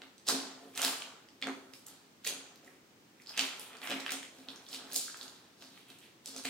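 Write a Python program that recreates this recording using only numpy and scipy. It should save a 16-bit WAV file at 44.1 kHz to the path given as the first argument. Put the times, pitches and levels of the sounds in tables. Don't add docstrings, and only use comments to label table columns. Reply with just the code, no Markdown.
import sys
import numpy as np
from scipy import signal
from scipy.fft import rfft, irfft, next_fast_len
from scipy.io import wavfile
from scipy.ndimage import uniform_filter1d

SR = 44100
rng = np.random.default_rng(int(sys.argv[2]) if len(sys.argv) > 2 else 0)


def unload_audio(sound):
    columns = np.transpose(np.atleast_2d(sound))
    steps = np.round(np.clip(columns, -1, 1) * 32767)
    wavfile.write(sys.argv[1], SR, steps.astype(np.int16))


N = 286209

# frequency in Hz, relative density in dB.
HISS_COLOUR = [(25, 9), (60, 8.5), (130, 6.5), (220, 4.5), (380, 2), (600, -5.5), (1700, -8), (2500, -9.5),
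               (6000, -13), (11000, -21), (16500, -17.5)]
# frequency in Hz, left-right likeness from 0 to 1.
STEREO_LIKENESS = [(60, 0.44), (250, 0.95), (500, 0.61), (1000, 0.044), (2000, 0.035), (15000, 0.0061)]
# time in seconds, dry peak in dB, centre in Hz, spread in octaves.
CREASES = [(0.019, -30.5, 2270, 0.62), (0.181, -40.5, 6200, 0.34), (.2699, -26, 6060, .6),
           (.2785, -24, 7400, 0.34), (0.287, -9.5, 6900, 0.57), (0.752, -32, 6000, 0.36),
           (0.759, -29, 6400, 0.45), (0.7763, -17, 5500, 0.58), (.7961, -20, 2000, 0.88),
           (.8179, -11.5, 6300, 0.49), (.8293, -19, 5500, 0.39), (0.8486, -8, 5060, 0.68),
           (0.8715, -22, 5000, 1.1), (0.88, -18, 7000, 0.67), (1.0211, -29, 3870, 0.43),
           (1.2873, -42.5, 3500, 0.54), (1.4162, -31.5, 5200, 0.69), (1.4222, -38, 3480, 0.26),
           (1.425, -19.5, 3070, 0.3), (1.4376, -28, 2160, 0.88), (1.4708, -22, 2050, 0.97),
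           (1.5045, -48, 1900, 0.98), (1.7364, -31.5, 4860, 0.54), (1.8643, -36, 8100, 0.88),
           (1.867, -28, 10600, 0.33), (1.8835, -33.5, 9800, 0.76), (2.2465, -23, 5800, .8),
           (2.2501, -20.5, 5230, 0.71), (2.2739, -12, 7060, 0.77), (2.5586, -37, 7600, 1.1),
           (2.6466, -40, 7200, 0.74), (2.678, -45, 1920, 0.15), (3.2, -47, 2250, 0.21),
           (3.2201, -41.5, 5900, 0.41), (3.2621, -41, 4700, .5), (3.2718, -35, 4930, 0.19),
           (3.2784, -46, 4900, .12), (3.2934, -32.5, 5030, 0.15), (3.2954, -35, 4700, 0.12),
           (3.3018, -41, 4770, 0.12), (3.361, -38, 4200, .8), (3.3675, -36, 4300, .7),
           (3.377, -14.5, 4700, .6), (3.3933, -7.5, 4380, 0.68), (3.5963, -23.5, 10900, 0.45),
           (3.732, -37, 2900, 0.66), (3.7523, -34, 2700, 0.88), (3.769, -36, 5170, 0.43),
           (3.8172, -31, 3500, 0.88), (3.8735, -21, 2920, 1), (3.8992, -24, 3900, 0.85),
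           (3.9063, -20.5, 2640, 0.77), (3.9151, -21.5, 2320, 0.65), (3.9236, -23, 2350, 0.65),
           (4.0009, -25.5, 2780, 1), (4.0045, -25, 5440, 0.65), (4.0637, -20.5, 2130, 0.42),
           (4.0935, -21, 2620, 0.48), (4.1066, -17, 11000, 1), (4.12, -14, 9000, 0.65),
           (4.23, -28, 3230, 0.81), (4.2509, -33, 4300, 0.84), (4.3859, -41, 7040, 0.62),
           (4.4864, -27, 3520, 0.3), (4.4973, -47, 4100, 0.42), (4.56, -36, 6200, 0.32),
           (4.6663, -39, 4200, 0.25), (4.6879, -32, 6800, 0.34), (4.6992, -40, 6000, 0.46),
           (4.7299, -24.5, 4500, 0.3), (4.7462, -25.5, 4700, 0.38), (4.9155, -28, 6200, 0.91),
           (4.9232, -26, 5260, 0.56), (4.9325, -21, 11400, 0.3), (4.9352, -24, 10700, 0.56),
           (4.9446, -20, 8200, 0.74), (4.9516, -27, 7640, .5), (4.9574, -16, 7400, 0.64),
           (4.9617, -7.5, 7800, 0.51), (5.082, -36, 1560, 0.2), (5.145, -34.5, 1750, 0.43),
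           (5.1719, -31.5, 7360, 0.77), (5.2124, -28, 4230, 0.3), (5.2313, -28, 9000, 0.65),
           (5.2802, -34.5, 3930, 0.65), (5.6233, -32, 3940, 0.76), (5.776, -43, 2400, .4),
           (5.903, -38.5, 3220, 0.65), (5.9876, -35, 9800, 0.88), (6.251, -46, 7260, 0.7),
           (6.2593, -22.5, 7400, .6), (6.2767, -28.5, 7200, 0.65), (6.349, -38, 6500, 0.75),
           (6.3637, -24, 7200, .6), (6.3805, -29, 6660, .6), (6.4385, -30, 6000, 0.88),
           (6.448, -28, 6200, .7), (6.4516, -22.5, 2930, 0.54), (6.4544, -18.5, 4800, 0.58)]
# peak time in seconds, rise and base fall in dB per second, crackle
# centre in Hz, then the dry peak levels in dB of crackle, fine film, broad folds and hollow ring.
GLUE_TUGS = [(0.028, 298, 189, 2580, -66, -72, -63.5, -61.5), (.19, 300, 60, 5000, -81, -84, -85, -91),
             (0.288, 1198, 478, 4600, -29, -31.5, -36.5, -42),
             (0.318, 900, 98, 4000, -44, -49.5, -45.5, -43), (0.629, 300, 43, 3300, -73, -67, -71, -59.5),
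             (0.782, 510, 115, 2700, -42.5, -44, -49.5, -68),
             (0.829, 503, 102, 3520, -39, -36.5, -41.5, -48), (1.43, 896, 76, 3000, -69, -62.5, -55.5, -52),
             (1.474, 898, 314, 2830, -56, -80, -42.5, -40.5), (1.55, 300, 48, 2700, -93, -72, -83, -82),
             (1.736, 708, 114, 4030, -69, -61, -87, -85), (1.875, 900, 106, 4000, -61, -62.5, -67, -73),
             (2.268, 987, 340, 3470, -37, -37, -56.5, -54), (2.308, 600, 75, 3240, -55, -61.5, -57, -54),
             (2.67, 189, 100, 2140, -68.5, -69, -72, -62), (3.22, 306, 700, 2200, -66, -67, -92, -82),
             (3.295, 502, 200, 4260, -56, -58, -56.5, -85), (3.34, 300, 60, 2600, -55.5, -66, -73, -75),
             (3.381, 1100, 109, 3000, -37, -43, -45, -49.5), (3.61, 294, 83, 3600, -59.5, -54.5, -67, -66),
             (3.74, 150, 170, 2440, -61.5, -79, -59, -64), (3.832, 712, 91, 2400, -47, -50, -50, -59.5),
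             (3.904, 803, 96, 2510, -44.5, -53, -50.5, -43), (4.07, 702, 244, 2350, -51, -53.5, -69, -66),
             (4.122, 900, 157, 2940, -45, -51, -52, -52), (4.38, 91, 37, 3420, -66, -68.5, -69, -66),
             (4.483, 802, 63, 3340, -65, -64, -60, -59.5), (4.738, 244, 354, 4070, -48, -49, -59, -57),
             (4.79, 200, 43, 3740, -59.5, -65, -59, -59.5),
             (4.961, 350, 115, 4700, -42.5, -40.5, -62.5, -56),
             (5.22, 99, 62, 4050, -59, -60.5, -61.5, -67.5), (5.623, 280, 96, 4500, -59, -65, -67.5, -69),
             (5.77, 148, 162, 3200, -62.5, -65, -70.5, -74),
             (5.899, 400, 147, 2980, -61.5, -60.5, -68.5, -69),
             (6.038, 200, 166, 3000, -61.5, -67.5, -78, -96),
             (6.272, 695, 172, 4260, -52.5, -52, -64.5, -63),
             (6.38, 250, 280, 4800, -48.5, -55, -58.5, -57), (6.453, 1793, 398, 2760, -39.5, -45, -53, -48)]
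FALL_FACTORS = [0.9, 1.3, 0.73, 2.05]
GRAIN_TEXTURES = [(0.332, 1000), (.4, 1700), (.55, 600)]
# pitch in Hz, relative level in dB, seconds to fall 60 dB.
RING_PITCHES = [(228, -12, .1), (269, -3, .36), (330, -4, .07), (392, -1, .08), (447, -1, .06),
                (520, -2, .06), (696, -6, .08)]
# left and right delay in seconds, left and right level in dB.
REFLECTIONS = [(.0014, .0015, -10, -8), (.004, .0032, -16, -15), (.0074, .0069, -15, -13),
               (.0112, .0108, -17, -14), (.0188, .0188, -16, -16), (.0283, .026, -18, -15)]
# frequency in Hz, seconds to fall 60 dB.
TAIL_DECAY = [(150, 1), (400, 1), (1000, 0.4), (2800, 0.45), (7000, 0.61), (15000, 0.15)]
# frequency in Hz, relative level in dB.
TAIL_COLOUR = [(150, -5), (600, -2), (2000, 0), (6000, 0), (11000, 1), (16000, 1)]
# frequency in Hz, gain in dB.
MICROPHONE_EQ = [(25, -40), (60, -20), (120, -8), (250, 0), (2000, 0), (9000, 0), (11000, -4), (13000, -1),
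                 (16000, -2)]

RIGHT_LAGS_S = (.00001, .00003, .00005)
HISS_DB, LEFT_TREBLE_DB, TOP_HZ = -60, -2.5, 15900
FILM_HZ, FOLDS_HZ = 11000, 1188
SAG_OCTAVES_PER_S = 0.25
STUTTER_S, STUTTER_DB = 1 / 60, -7.5
TAIL_DB = -2
BLOOM_DB, BLOOM_S = 0.5, 0.037


def gain_of(db):
    return 10 ** (np.asarray(db) / 20)


def unit_rms(x):
    return x / np.sqrt(np.mean(x ** 2) + 1e-20)


def curve_at(points, hz):
    f, value = np.transpose(points)
    return np.interp(np.log(hz + 1), np.log(f + 1), value)


def coloured(x, gain):
    size = next_fast_len(x.shape[-1])
    return irfft(rfft(x, size) * gain(np.fft.rfftfreq(size, 1 / SR)), size)[..., :x.shape[-1]]


def bell(hz, octaves):
    return lambda f: (1 + (np.log2((f + 1) / hz) / octaves) ** 2 / 6) ** -2 / np.sqrt(f + 100)


def stereo_noise(seconds, db_field, size):
    hop, hz = size // 4, np.fft.rfftfreq(size, 1 / SR)[:, None]
    frames = round(seconds * SR) // hop + 5
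    a, b, c, d = rng.standard_normal((frames, len(hz), 4)).T
    left, unrelated = a + 1j * b, c + 1j * d
    likeness = np.clip(curve_at(STEREO_LIKENESS, hz), 0, 1)
    spectra = np.array([left, likeness * left + np.sqrt(1 - likeness ** 2) * unrelated])
    spectra *= gain_of(db_field(hz, np.arange(frames) * hop / SR))
    return signal.istft(spectra, nperseg=size, noverlap=size - hop)[1][:, :round(seconds * SR)]


def hiss():
    noise = stereo_noise(N / SR + .1, lambda hz, s: curve_at(HISS_COLOUR, hz), size=4096)
    return gain_of(HISS_DB) * unit_rms(noise[:, :N])


def crease_snaps():
    out, t = np.zeros(N + 600), np.arange(-100, 500) / SR
    rattles = rng.standard_normal((len(CREASES), len(t)))
    for (s, db, hz, octaves), rattle in zip(CREASES, rattles):
        burst = (t == 0) + .3 * rattle * (t > 0) * np.exp(-abs(t) / .0008)
        burst = coloured(burst, bell(hz, octaves))
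        at = max(round(s * SR) - 100, 0)
        out[at:at + len(t)] += gain_of(db) * burst / abs(burst).max()
    return out[:N]


def pull():
    t = np.arange(0, N / SR + .002, .001)
    power, weighted_octave = 0, 0
    for s, rise, fall, hz, *peak_db in GLUE_TUGS:
        before, after = np.maximum(s - t, 0), np.maximum(t - s, 0)
        tug_power = gain_of(np.c_[peak_db] - rise * before - fall * np.c_[FALL_FACTORS] * after) ** 2
        power += tug_power
        weighted_octave += tug_power[0] * (np.log2(hz) - SAG_OCTAVES_PER_S * after)
    crackle_hz = 2 ** (weighted_octave / power[0])
    return [np.interp(np.arange(N) / SR, t, curve) for curve in (crackle_hz, *np.sqrt(power))]


def glue_slips(per_s):
    size = gain_of(4 * np.minimum(rng.exponential(1, N), 3))
    return unit_rms(size * rng.choice([-1., 1.], N) * (rng.random(N) < per_s / SR))


def sheet_grains(hz, octaves, per_s):
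    f, s, spectra = signal.stft(glue_slips(per_s), SR, nperseg=256)
    centre_hz = np.interp(s, np.arange(N) / SR, hz * np.ones(N))
    tone = bell(centre_hz, octaves)(f[:, None])
    return unit_rms(signal.istft(spectra * tone / np.linalg.norm(tone, axis=0), nperseg=256)[1][:N])


def hollow_ring(envelope):
    t = np.arange(SR // 2) / SR
    ring = sum(gain_of(db - 60 * t / t60) * np.sin(2 * np.pi * hz * t) for hz, db, t60 in RING_PITCHES)
    ring = signal.lfilter(*signal.butter(2, 170, "high", fs=SR), ring)
    return signal.oaconvolve(envelope * glue_slips(per_s=600), ring / np.linalg.norm(ring))[:N]


def room_and_stutter(x, right_lag_s):
    t = np.arange(SR) / SR
    tail = stereo_noise(1, lambda hz, s: curve_at(TAIL_COLOUR, hz) - 60 * s / curve_at(TAIL_DECAY, hz),
                        size=256)
    tail *= np.clip(t / .006, 0, 1) * gain_of(BLOOM_DB * np.exp(-t / BLOOM_S))
    tail = gain_of(TAIL_DB) * tail / np.linalg.norm(tail[0])
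    taps = np.zeros_like(tail)
    taps[:, 0] = 1
    for left_s, right_s, *db in REFLECTIONS:
        jitter = rng.integers(-12, 12)
        taps[[0, 1], [round(left_s * SR) + jitter, round(right_s * SR) + jitter]] += gain_of(db)
    for repeat in range(1, 8):
        taps[:, round(repeat * STUTTER_S * SR)] -= gain_of(repeat * STUTTER_DB)
    left, right = signal.fftconvolve(x[None], taps, axes=1)[:, :N]
    left = coloured(left, lambda f: gain_of(LEFT_TREBLE_DB * f / (f + 1500)))
    right = coloured(right, lambda f: np.exp(-2j * np.pi * f * right_lag_s))
    return np.array([left, right]) + signal.fftconvolve(x[None], tail, axes=1)[:, :N]


def scene():
    bed = hiss()
    crackle_hz, *grain_gains, ring_gain = pull()
    layers = zip(grain_gains, (crackle_hz, FILM_HZ, FOLDS_HZ), GRAIN_TEXTURES)
    sheet = sum(gain * sheet_grains(hz, *texture) for gain, hz, texture in layers)
    ring = hollow_ring(ring_gain)
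    place = np.repeat(rng.integers(0, 3, N // 200 + 1), 200)[:N]
    crossfades = uniform_filter1d(1. * (place == np.arange(3)[:, None]), size=40)
    parts = (sheet + crease_snaps()) * crossfades + ring / np.sqrt(3)
    return sum(room_and_stutter(part, lag) for part, lag in zip(parts, RIGHT_LAGS_S)) + bed


def record(dry):
    heard = coloured(dry, lambda f: gain_of(curve_at(MICROPHONE_EQ, f)))
    low_pass = signal.firwin(511, TOP_HZ, window=("kaiser", 9), fs=SR)
    return signal.oaconvolve(heard, low_pass[None], "same")


dry = scene()
out = record(dry)
unload_audio(out)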